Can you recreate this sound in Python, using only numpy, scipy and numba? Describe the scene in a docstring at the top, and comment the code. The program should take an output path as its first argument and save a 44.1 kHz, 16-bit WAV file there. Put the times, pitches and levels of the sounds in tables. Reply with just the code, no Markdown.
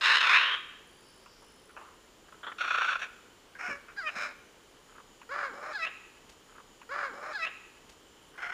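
"""Macaws call in rainforest: a long harsh squawk, a throbbing growl, then softer chatter that slips between
rasp and clear gliding notes, with small clucks between. The calls mix steady pulses and uneven snaps
sent through resonances of chest, throat, beak and head; each cluck is a short puff of the same rasp.
The trunks throw back a short echo. Filtered noise makes one brief rustle, a low thump and low rough undertones
of the chatter. Crickets and cicadas trill as ringing pulses, thin whistles are pure tones, and the air is
shaped noise. One stretch of sound is heard twice in a row."""
import sys
import numpy as np
from scipy import signal
from scipy.fft import rfft, irfft, next_fast_len
from scipy.io import wavfile
from scipy.ndimage import uniform_filter1d
from numba import njit

SR = 44100
rng = np.random.default_rng(int(sys.argv[2]) if len(sys.argv) > 2 else 0)


def wav_record(signal):
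    """Record a signal, one row per channel, as 16-bit PCM in the file named by sys.argv[1]."""
    frames = np.transpose(np.atleast_2d(signal))
    bounded = np.clip(frames, -1, 1)
    # unit amplitude maps onto the largest positive 16-bit level
    quanta = np.round(bounded * 32767).astype(np.int16)
    wavfile.write(sys.argv[1], SR, quanta)


N = 376172
TIME = np.arange(N) / SR   # seconds

# How hard the bird calls: one list for each call or part of a call, in order of time.
# Each clear gliding note has two swells, each with its own list.
# Each row: time in seconds, level in dB before the throbs are added.
EFFORT = [
    [(.012, -36.5), (.058, -26.5), (.116, -24), (.165, -26.5), (.197, -33.5), (.215, -28), (.258, -27.5),
     (.281, -31.5), (.297, -25), (.372, -25), (.385, -28), (.42, -30), (.552, -36), (.6, -61)],
    [(2.585, -45), (2.607, -41.5), (2.657, -42.5), (2.705, -40), (2.935, -39.5), (2.99, -56.5)],
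    [(2.995, -46), (3.012, -50), (3.021, -38), (3.04, -42), (3.07, -56)],
    [(3.59, -45), (3.66, -39), (3.686, -39), (3.722, -38), (3.79, -60)],
    [(3.965, -51.5), (3.987, -35.5), (4.005, -39.5), (4.03, -40.5)],
    [(4.035, -41), (4.058, -41), (4.074, -34), (4.105, -44)],
    [(4.11, -53.5), (4.15, -52), (4.162, -41), (4.236, -36.5), (4.298, -49), (4.33, -58)],
    [(5.294, -49), (5.306, -47), (5.318, -37), (5.399, -36.5), (5.455, -35), (5.53, -54.5)],
    [(5.535, -51.5), (5.615, -52.5), (5.63, -45), (5.695, -44.5), (5.725, -43)],
    [(5.73, -43), (5.745, -40), (5.756, -31.5), (5.768, -38), (5.785, -41)],
    [(5.79, -42.5), (5.838, -36.5), (5.855, -39.5)],
    [(5.86, -45), (5.87, -38), (5.9, -58)],
    [(8.379, -48), (8.42, -45), (8.428, -38), (8.476, -39), (8.488, -47), (8.497, -40.5), (8.508, -40.5),
     (8.516, -52), (8.523, -40), (8.53, -40)],
]


def amp(db):
    """Turn decibels into a gain."""
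    return 10 ** (np.asarray(db) / 20)


def rms_one(x):
    """Scale to an rms (average strength) of one."""
    return x / np.sqrt(np.mean(x ** 2) + 1e-20)


def even(x):
    """Even out loud and soft moments by dividing by the running rms."""
    size = int(0.071 * SR)
    power = uniform_filter1d(uniform_filter1d(x ** 2, size), size)
    return x / np.sqrt(power + 1e-12)


def in_time(tables):
    """Join tables of rows, time first, into one curve per remaining column."""
    s, *columns = np.transpose([row for table in tables for row in table])
    return [np.interp(TIME, s, c) for c in columns]


def drift(rate_hz):
    """Random wandering of spread one: noise at every 8th sample, smoothed twice; higher rates wander faster."""
    r = np.exp(-2 * np.pi * rate_hz * 8 / SR)
    noise = rng.standard_normal(N // 8 + 2002)
    slow = signal.lfilter([1], [1, -2 * r, r * r], noise)[2000:]   # skip the filter's start
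    return np.interp(np.arange(N) / 8, np.arange(len(slow)), rms_one(slow))


def bout(start, end, fade):
    """One between start and end, with a fade inside each edge; all in seconds."""
    return np.interp(TIME, [start, start + fade, end - fade, end], [0, 1, 1, 0])


def band(x, low_hz, high_hz):
    """Keep mainly the frequencies between two limits."""
    return signal.sosfilt(signal.butter(2, [low_hz, high_hz], "band", fs=SR, output="sos"), x)


@njit
def moving(x, cosine, radius):
    """Two-pole resonance whose centre and width can change at every sample."""
    y = np.zeros(len(x))
    for i in range(2, len(x)):
        r = radius[i]
        y[i] = (1 - r * r) / 2 * (x[i] - x[i - 2]) + 2 * r * cosine[i] * y[i - 1] - r * r * y[i - 2]
    return y


def resonate(x, hz, width_hz):
    """Resonance with gain one at its centre; centre and width may be numbers or curves."""
    cosine = np.cos(2 * np.pi * hz / SR) * np.ones(len(x))
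    radius = np.exp(-np.pi * width_hz / SR) * np.ones(len(x))
    return moving(x, cosine, radius)


def twice(x, hz, width_hz):
    """A resonance inside a wider one: steep sides, with little sound left between peaks."""
    return resonate(resonate(x, hz, 2.07 * width_hz), hz, width_hz)


def syrinx_pitch():
    """Pitch of the bird's voice organ; clear notes scoop up, slide down in an S and keep sagging."""
    # Pitch of the rasping calls. Each row: time in seconds, pitch in Hz.
    rasping = [
        [(.6, 477)],
        [(2.5, 621.6), (3.1, 621.7)],
        [(3.62, 703), (3.648, 732), (3.69, 705), (3.7, 591), (3.73, 561.5)],
        [(4.2, 597.5)],
        [(5.29, 440), (5.32, 561.6), (5.386, 595.6), (5.476, 531.3), (5.53, 375)],
        [(5.545, 560.9), (5.62, 579.9), (5.684, 628), (5.72, 589)],
        [(8.42, 713.6), (8.492, 704), (8.518, 767)],
    ]
    # Clear sliding notes. 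Each row: start, middle of the slide and end in seconds, first pitch,
    # high pitch and low pitch in Hz, slide time in seconds.
    glides = [(3.962, 4.006, 4.1, 500.6, 865.1, 632, .014), (5.73, 5.773, 5.865, 847, 864.7, 665.6, .009)]
    scoop_s, sag_hz_per_s = .006, 300
    pitch, = in_time(rasping)
    for start, middle, end, first_hz, high_hz, low_hz, slide in glides:
        fall = (1 - np.tanh((TIME - middle) / (2 * slide))) / 2
        note = low_hz + (high_hz - low_hz) * fall - sag_hz_per_s * (TIME - middle)
        note -= (high_hz - first_hz) * np.exp(-np.abs(TIME - start) / scoop_s)
        pitch = np.where((TIME > start) & (TIME < end), note, pitch)
    return pitch


def syrinx(pitch):
    """The voice organ gives steady pulses on the pitch, and chaotic snaps of uneven size and spacing."""
    clear_share = .7   # strength of the steady pulses beside the rasp
    phase = 2 * np.pi * np.cumsum(pitch * (1 + 0.0054 * drift(71))) / SR
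    clear = sum(np.cos(k * phase) for k in range(1, 15))
    cycles = np.floor(np.cumsum(pitch * amp(5.0 * drift(500))) / SR)
    snaps = np.diff(cycles, prepend=0)   # one snap as each uneven cycle begins
    snaps *= amp(1.57 * np.clip(rng.standard_normal(N), -2, 2))
    snaps *= np.where(rng.random(N) < .25, -1, 1)   # some snap the other way
    breath = .4 * rng.standard_normal(N)
    flutter = amp(1.6 * np.clip(drift(90), -2, 2))
    rasp = (rms_one(snaps) + breath) * flutter
    return clear_share * rms_one(clear), rms_one(rasp)


def roughness():
    """How irregular the vibration is: one is pure rasp, and the steadier spells lie lower."""
    # Spells of steadier vibration. Each row: start and end in seconds, roughness from 0 to 1.
    steady = [(3.635, 3.675, .42), (3.675, 3.7, .9), (3.7, 3.755, .3), (3.755, 3.8, .7), (3.95, 4.087, .03),
              (4.17, 4.3, .88), (5.28, 5.34, .16), (5.34, 5.445, .86), (5.445, 5.54, .4), (5.54, 5.67, .92),
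              (5.67, 5.735, .8), (5.735, 5.848, .03), (8.42, 8.6, .8)]
    change_s = .012
    rough = 1 - sum((1 - r) * ((TIME >= start) & (TIME < end)) for start, end, r in steady)
    return np.clip(uniform_filter1d(rough, int(change_s * SR)), 0, 1)


def call_colour(move_s):
    """Peak level and colour for each list of EFFORT, reached move_s seconds after its start and held to its end."""
    # How throat, beak and chest colour the voice: one row for each call or part of a call, as in EFFORT.
    # Each row: first throat resonance in Hz, its width in Hz, second resonance in Hz, its level in dB,
    # third in Hz, its level in dB, beak in Hz, its level in dB, chest level in dB, low throat level in dB.
    # Levels are relative to the effort, before its movements.
    colours = [(1567, 540, 2720, -1.5, 3730, -5.5, 5030, -16, -25, -8.5),
               (1418, 238, 2496, -4.5, 3530, -7.5, 5560, -19.5, -18.5, -17.5),
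               (1640, 270, 2450, 0.5, 3500, -10, 5700, -17, -13.5, -6.5),
               (1500, 450, 2400, -5, 4500, -33, 5300, -18, -11.5, -17),
               (1610, 350, 1980, -15, 3930, -23, 4700, -17, -30, -15),
               (1480, 410, 2580, 1, 4100, -37, 4900, -22.5, -16.5, -18),
               (1450, 320, 2310, -3, 3920, -15.5, 5110, -12.5, -11, -16),
               (1393, 425, 2320, -21, 4030, -24.5, 4870, -25.5, -10, -15),
               (1361, 430, 2320, -11, 3940, -20, 5170, -18.5, -2.5, -9.5),
               (1589.5, 230, 2200, -23, 3800, -15.5, 4703, -18.5, -20, -20.5),
               (1496, 750, 2460, 3.5, 3870, -13, 4980, -17.5, -17.5, -21.5),
               (1750, 290, 2990, 3, 3900, -19.5, 5120, -35, -8.5, -6),
               (1466, 280, 2087, -5, 3100, -15.5, 5130, -23, -12.5, -21)]
    parts = []
    for effort, row in zip(EFFORT, colours):
        start, end = effort[0][0], effort[-1][0]
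        top_db = max(db for _, db in effort)
        parts.append([(s, top_db, *row) for s in (min(start + move_s, end), end)])
    return in_time(parts)


def throb_swell():
    """Swell of the growl in dB: each throb rises and falls as a bell shape, quicker on the way up."""
    # Throbs of the growl. Each row: time of the peak in seconds, swell in dB, length of the fall in seconds.
    throbs = [(2.611, 10.5, 0.0087), (2.646, 12, 0.015), (2.682, 10, .005), (2.713, 15, .008),
              (2.75, 12.5, 0.0093), (2.785, 15.5, .007), (2.818, 15, .012), (2.853, 13.5, .007),
              (2.89, 16.5, 0.0083), (2.929, 11.5, .013), (2.961, 15.5, 0.0077)]
    rise = 0.73   # rise time over fall time
    swell_db = 0
    for s, db, length in throbs:
        side = np.where(TIME < s, rise * length, length)
        swell_db = swell_db + db * np.exp(-.5 * ((TIME - s) / side) ** 2)
    return swell_db


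def macaw_calls(pitch, clear, rasp):
    """The voice organ sounds through moving resonances of chest, throat and beak, and fixed ones of the head."""
    # Throat movement in the long squawk; the last row joined on below holds for later calls.
    # Each row: time in seconds, first resonance multiplied by, second resonance multiplied by,
    # second resonance gain in dB, treble gain in dB.
    squawk = [(.012, 0.99, 1, -3, 1.5), (.058, 1.02, 1.01, -0.5, 2), (.116, 1.08, 0.99, -6, -3),
              (.19, 1.06, 1.09, 1, 2), (.258, .88, 0.93, -1, -3), (.32, 0.9, .85, 1.5, -2),
              (.376, 1.06, 0.955, 4, -5.5), (.42, 1.03, 1.035, 1, -6), (.552, 1.01, 1.155, 3, -19),
              (.6, .99, 1.2, 12, -16)]
    # Head resonances that stay put. Each row: centre in Hz, width in Hz, level in dB relative to the beak.
    head_resonances = [(6620, 890, -8), (8080, 1300, -14.5), (9840, 900, -25), (12500, 2200, -23.5)]
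    throat_move_s = 0.038   # time the second resonance takes to reach its place
    opening_db, opening_s = 4, 0.029   # each list of EFFORT begins brighter
    chest_lag, third_lag = 0.53, 0.13   # share of a drop in effort that each does not follow
    third_treble = 0.52   # share of the treble change that reaches the third resonance
    throb_second, throb_treble = 0.67, 0.33   # share of the throbs, in dB, in the upper resonances

    level_db, = in_time(EFFORT)
    top_db, first_hz, width_hz, _, _, third_hz, third_db, beak_hz, beak_db, chest_db, low_db = call_colour(0)
    second_hz, second_db = call_colour(throat_move_s)[3:5]
    shift, second_shift, gained_db, treble_db = in_time([squawk, [(1, 0.99, 1, 0.0046, 0.01)]])
    for part in EFFORT:
        start = part[0][0]
        treble_db += opening_db * (TIME > start - .01) * np.exp(-np.abs(TIME - start) / opening_s)
    drop_db = top_db - level_db

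    rough = roughness()
    source = np.sqrt(1 - rough) * clear + np.sqrt(rough) * rasp
    hoarse = np.clip(3 * rough, 0, 1)   # irregularity blurs the high partials first
    upper = np.sqrt(1 - hoarse) * clear + np.sqrt(hoarse) * rasp
    deep = np.sqrt(1 - rough ** 2) * clear + rough * rasp   # and the lowest last

    first = even(band(twice(source, shift * first_hz, width_hz), 630, 7300))
    first = first - amp(low_db) * even(twice(upper, 1067, 250))   # the low throat
    second = even(twice(source, second_shift * second_hz, 394))
    second = amp(second_db + gained_db) * second
    chest = even(band(twice(deep, pitch, 470), 320, 2500))
    chest = amp(chest_db + chest_lag * drop_db) * chest
    third = twice(upper, np.sqrt(shift) * third_hz, 470)
    third = even(third - amp(-10.5) * twice(upper, 4365, 470))
    third = amp(third_db + third_lag * drop_db + third_treble * treble_db) * third
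    head = 0
    for k, (hz, w, db) in enumerate(head_resonances):
        head = head + (-1) ** k * amp(db) * rms_one(twice(rasp, hz, w))
    beak = head * np.sqrt(hoarse) - even(twice(upper, beak_hz, 420))
    beak = amp(beak_db + treble_db) * beak

    swell_db = throb_swell()
    voice = amp(swell_db) * (first - chest)
    voice = voice - amp(throb_second * swell_db) * second
    voice = voice + amp(throb_treble * swell_db) * (third + beak)
    sounding = sum(bout(t[0][0] - .004, t[-1][0] + 0.0045, 0.0042) for t in EFFORT)
    return np.minimum(sounding, 1) * amp(level_db) * voice


def clucks(rasp):
    """Short puffs of rasp ring two throat resonances and a low chest."""
    # Each row: start in seconds, rough peak level in dB, throat resonance in Hz, second resonance in Hz,
    # its level in dB relative to the throat, length in seconds (at least 0.004 is used).
    cluck_rows = [(1.258, -43, 1110, 2550, -9, 0.018), (1.42, -46, 940, 3350, -25, 0.023),
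                  (1.693, -44.5, 1360, 2500, -17, 0.018), (1.764, -35.5, 1110, 2620, -10.5, 0.042),
                  (1.811, -42, 1030, 2650, -18, 0.037), (1.846, -48, 1140, 2390, -26, 0.11),
                  (2.283, -45, 1370, 2210, -25, 0.013), (2.323, -39, 1270, 3130, -17, 0.012),
                  (2.341, -41, 1430, 3080, -20, 0.0044), (2.431, -31.5, 1360, 3260, -8.5, 0.031),
                  (2.466, -28.5, 1300, 3370, -8.5, 0.035), (2.516, -30.5, 1440, 3080, -14, 0.012),
                  (3.55, -37, 1600, 2130, -21, 0.024), (3.881, -40, 1330, 2370, -8, 0.038),
                  (4.888, -48, 1255, 3155, -19, 0.026), (4.922, -47, 1250, 2230, -13, 0.0079),
                  (4.949, -43.5, 1250, 2230, -16, 0.022), (4.98, -39.5, 1248, 2738, -24, 0.014),
                  (5.0, -40, 1200, 2740, -24, 0.008), (5.214, -39.5, 1100, 2465, -3, 0.008),
                  (5.229, -44, 1500, 2470, -8, 0.008), (8.337, -49, 1466, 2866, -15, 0.026),
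                  (8.353, -49, 1340, 2180, -23, 0.023)]
    crest_db = 12   # how far the peak is taken to stand above the rms
    out = np.zeros(N)
    t = TIME[:SR // 10]
    for s, db, hz, second_hz, second_db, length in cluck_rows:
        start, length = round(s * SR), max(length, .004)
        puff = rasp[start:start + len(t)] * np.minimum(t / 0.001, 1) * np.exp(-(t / length) ** 2)
        sound = rms_one(twice(puff, hz, 376))
        sound -= amp(second_db) * rms_one(twice(puff, second_hz, 420))
        sound -= amp(-15.5) * rms_one(twice(puff, 350, 390))   # the chest adds a low body
        # The rms was taken over 0.1 s, so shorter puffs are scaled down.
        out[start:start + len(t)] += amp(db - crest_db) * sound * np.sqrt(10 * length)
    return out


def forest_echo(x):
    """Scattered returns from trunks and moving leaves, which smear steady notes."""
    echo_db, t60_s, low_hz, high_hz = -18.5, 0.81, 736, 4440   # t60: time to fall by 60 dB
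    t = TIME[:SR]
    returns = band(rng.standard_normal(SR), low_hz, high_hz)
    returns *= amp(-60 * t / t60_s) * np.minimum(t / 0.0024, 1)
    returns /= np.sqrt(np.sum(returns ** 2))
    smeared = x * (.5 + 0.74 * drift(36))
    return amp(echo_db) * signal.fftconvolve(smeared, returns)[:N]


def rustle_thump_and_undertones():
    """One brief rustle, a low thump, and low rough undertones of the chatter, made from filtered noise."""
    # Each row: start in seconds, level in dB before it wavers and fades, fading time in seconds,
    # lowest frequency in Hz, highest frequency in Hz.
    noise_rows = [(6.29, -52.5, 0.023, 350, 5900), (3.68, -45.5, 0.043, 190, 490),
                  (3.69, -57, .03, 60, 110), (4.16, -58.5, 0.13, 205, 257), (5.5, -56.5, 0.066, 202, 312)]
    out = np.zeros(N)
    for s, db, length, low_hz, high_hz in noise_rows:
        shape = np.exp(-np.maximum(TIME - s, 0) / length) * np.clip((TIME - s) / 0.0082, 0, 1)
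        noise = rms_one(band(rng.standard_normal(N), low_hz, high_hz))
        out += amp(db + 3.9 * drift(80)) * shape * noise
    return out


def trill(hz, width_hz, per_s, noisy):
    """Strokes at a nearly steady rate ring a narrow resonance; noisy sets the noise beside the tone."""
    beat = np.cos(2 * np.pi * np.cumsum(per_s * (1 + 0.0093 * drift(2.94))) / SR)
    stroke = np.maximum(beat, 0) ** 2
    tone = np.cos(2 * np.pi * np.cumsum(hz * (1 + .003 * drift(1.5))) / SR)
    carrier = tone + noisy * rng.standard_normal(N)
    return rms_one(resonate(resonate(stroke * carrier, hz, width_hz), hz, width_hz))


def crickets():
    """A near cricket trills in bouts by its wing strokes; a fainter, faster one goes on throughout."""
    # Bouts of the near cricket. Each row: start and end in seconds, level in dB.
    bouts = [(.3, .75, -80), (0.848, 1.272, -71), (1.39, 1.776, -71), (1.758, 2.1, -78), (2.546, 3.2, -79),
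             (3.48, 4.08, -82), (4.35, 4.549, -85), (4.6, 5.027, -80), (5.52, 6.2, -79.5),
             (8.197, 8.532, -77)]
    near = sum(amp(db) * bout(start, end, 0.029) for start, end, db in bouts)
    faint = amp(-84.5 + 1.8 * drift(1.5))
    return near * trill(9800, 250, 52.5, noisy=2.8) + faint * trill(10100, 200, 104, noisy=6.0)


def cicadas():
    """Two cicadas buzz in bouts, one a little higher, as fast strokes on a resonance."""
    # Each row: start and end in seconds, level of the lower one in dB, level of the upper one in dB.
    # Both levels then waver a little.
    bouts = [(.5, 1.1, -79, -76.5), (1.097, 1.697, -80, -78), (1.748, 3.5, -76, -75), (3.5, 4.86, -76, -81),
             (4.817, 6.43, -71.5, -76.5), (8.003, 8.35, -77, -75)]
    lower, upper = sum(amp([[low_db], [up_db]]) * bout(start, end, 0.044)
                       for start, end, low_db, up_db in bouts)
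    out = lower * amp(0.84 * drift(2.5)) * trill(6910, 500, 170, noisy=1.7)
    return out + upper * amp(1.6 * drift(2.6)) * trill(7230, 300, 180, noisy=4.5)


def insect_chorus():
    """A far chorus blurs into noise around one resonance and slowly grows."""
    level_db, grows_db_per_s = -71, .3   # the level is the one at 4 s, before it wavers
    level = amp(level_db + grows_db_per_s * (TIME - 4) + 0.87 * drift(2))
    return level * rms_one(twice(rng.standard_normal(N), 3010, 310))


def whistles():
    """Thin far whistles: pure tones that fade in and out and waver in level."""
    # Each row: start and end in seconds, pitch in Hz, peak level in dB before it wavers.
    whistle_rows = [(.85, 1.505, 4690, -68.5), (0.954, 1.718, 5230, -67.5), (1.2, 1.58, 5700, -70),
                    (4.3, 4.58, 6100, -71)]
    out = np.zeros(N)
    for start, end, hz, db in whistle_rows:
        out += bout(start, end, 0.14) * amp(db + 1.6 * drift(13)) * np.sin(2 * np.pi * hz * TIME)
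    return out


def air():
    """Steady hiss and rumble: noise with each frequency turned up or down."""
    # Balance of the noise. Each row: frequency in Hz, strength in dB relative to the other rows.
    balance = np.array([(15, -27), (25, 4), (113, -5), (433, 2), (666, -6), (1030, -4), (2630, -11.5),
                        (3010, -9.5), (3830, -13), (6930, -16), (8830, -21), (9830, -20), (10700, -27.5),
                        (15500, -23.5)])
    level_db = -58.5
    size = next_fast_len(N)
    hz = np.maximum(np.arange(size // 2 + 1) * SR / size, 10)
    gain = amp(np.interp(np.log(hz), np.log(balance[:, 0]), balance[:, 1]))
    noise = irfft(rfft(rng.standard_normal(size)) * gain, size)[:N]
    return amp(level_db + 0.093 * drift(1.8)) * rms_one(noise)


def scene():
    """Birds with their echo over low noises, a rustle, insects, whistles and air."""
    pitch = syrinx_pitch()
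    clear, rasp = syrinx(pitch)
    birds = macaw_calls(pitch, clear, rasp) + clucks(rasp)
    insects = crickets() + cicadas() + insect_chorus()
    small_noises = rustle_thump_and_undertones()
    return (birds + forest_echo(birds) + small_noises + insects + whistles() + air())[None]


def record(dry):
    """One stretch plays again right after itself, in place of what was there; the top is cut."""
    repeat_from_s, repeat_length_s = 4.83, 1.6
    start, length = round(repeat_from_s * SR), round(repeat_length_s * SR)
    repeated = dry.copy()
    repeated[:, start + length:start + 2 * length] = dry[:, start:start + length]
    top_cut = signal.cheby2(12, 60, 16000, fs=SR, output="sos")   # 60 dB down from 16 kHz up
    return signal.sosfilt(top_cut, repeated)


dry = scene()
out = record(dry)
wav_record(out)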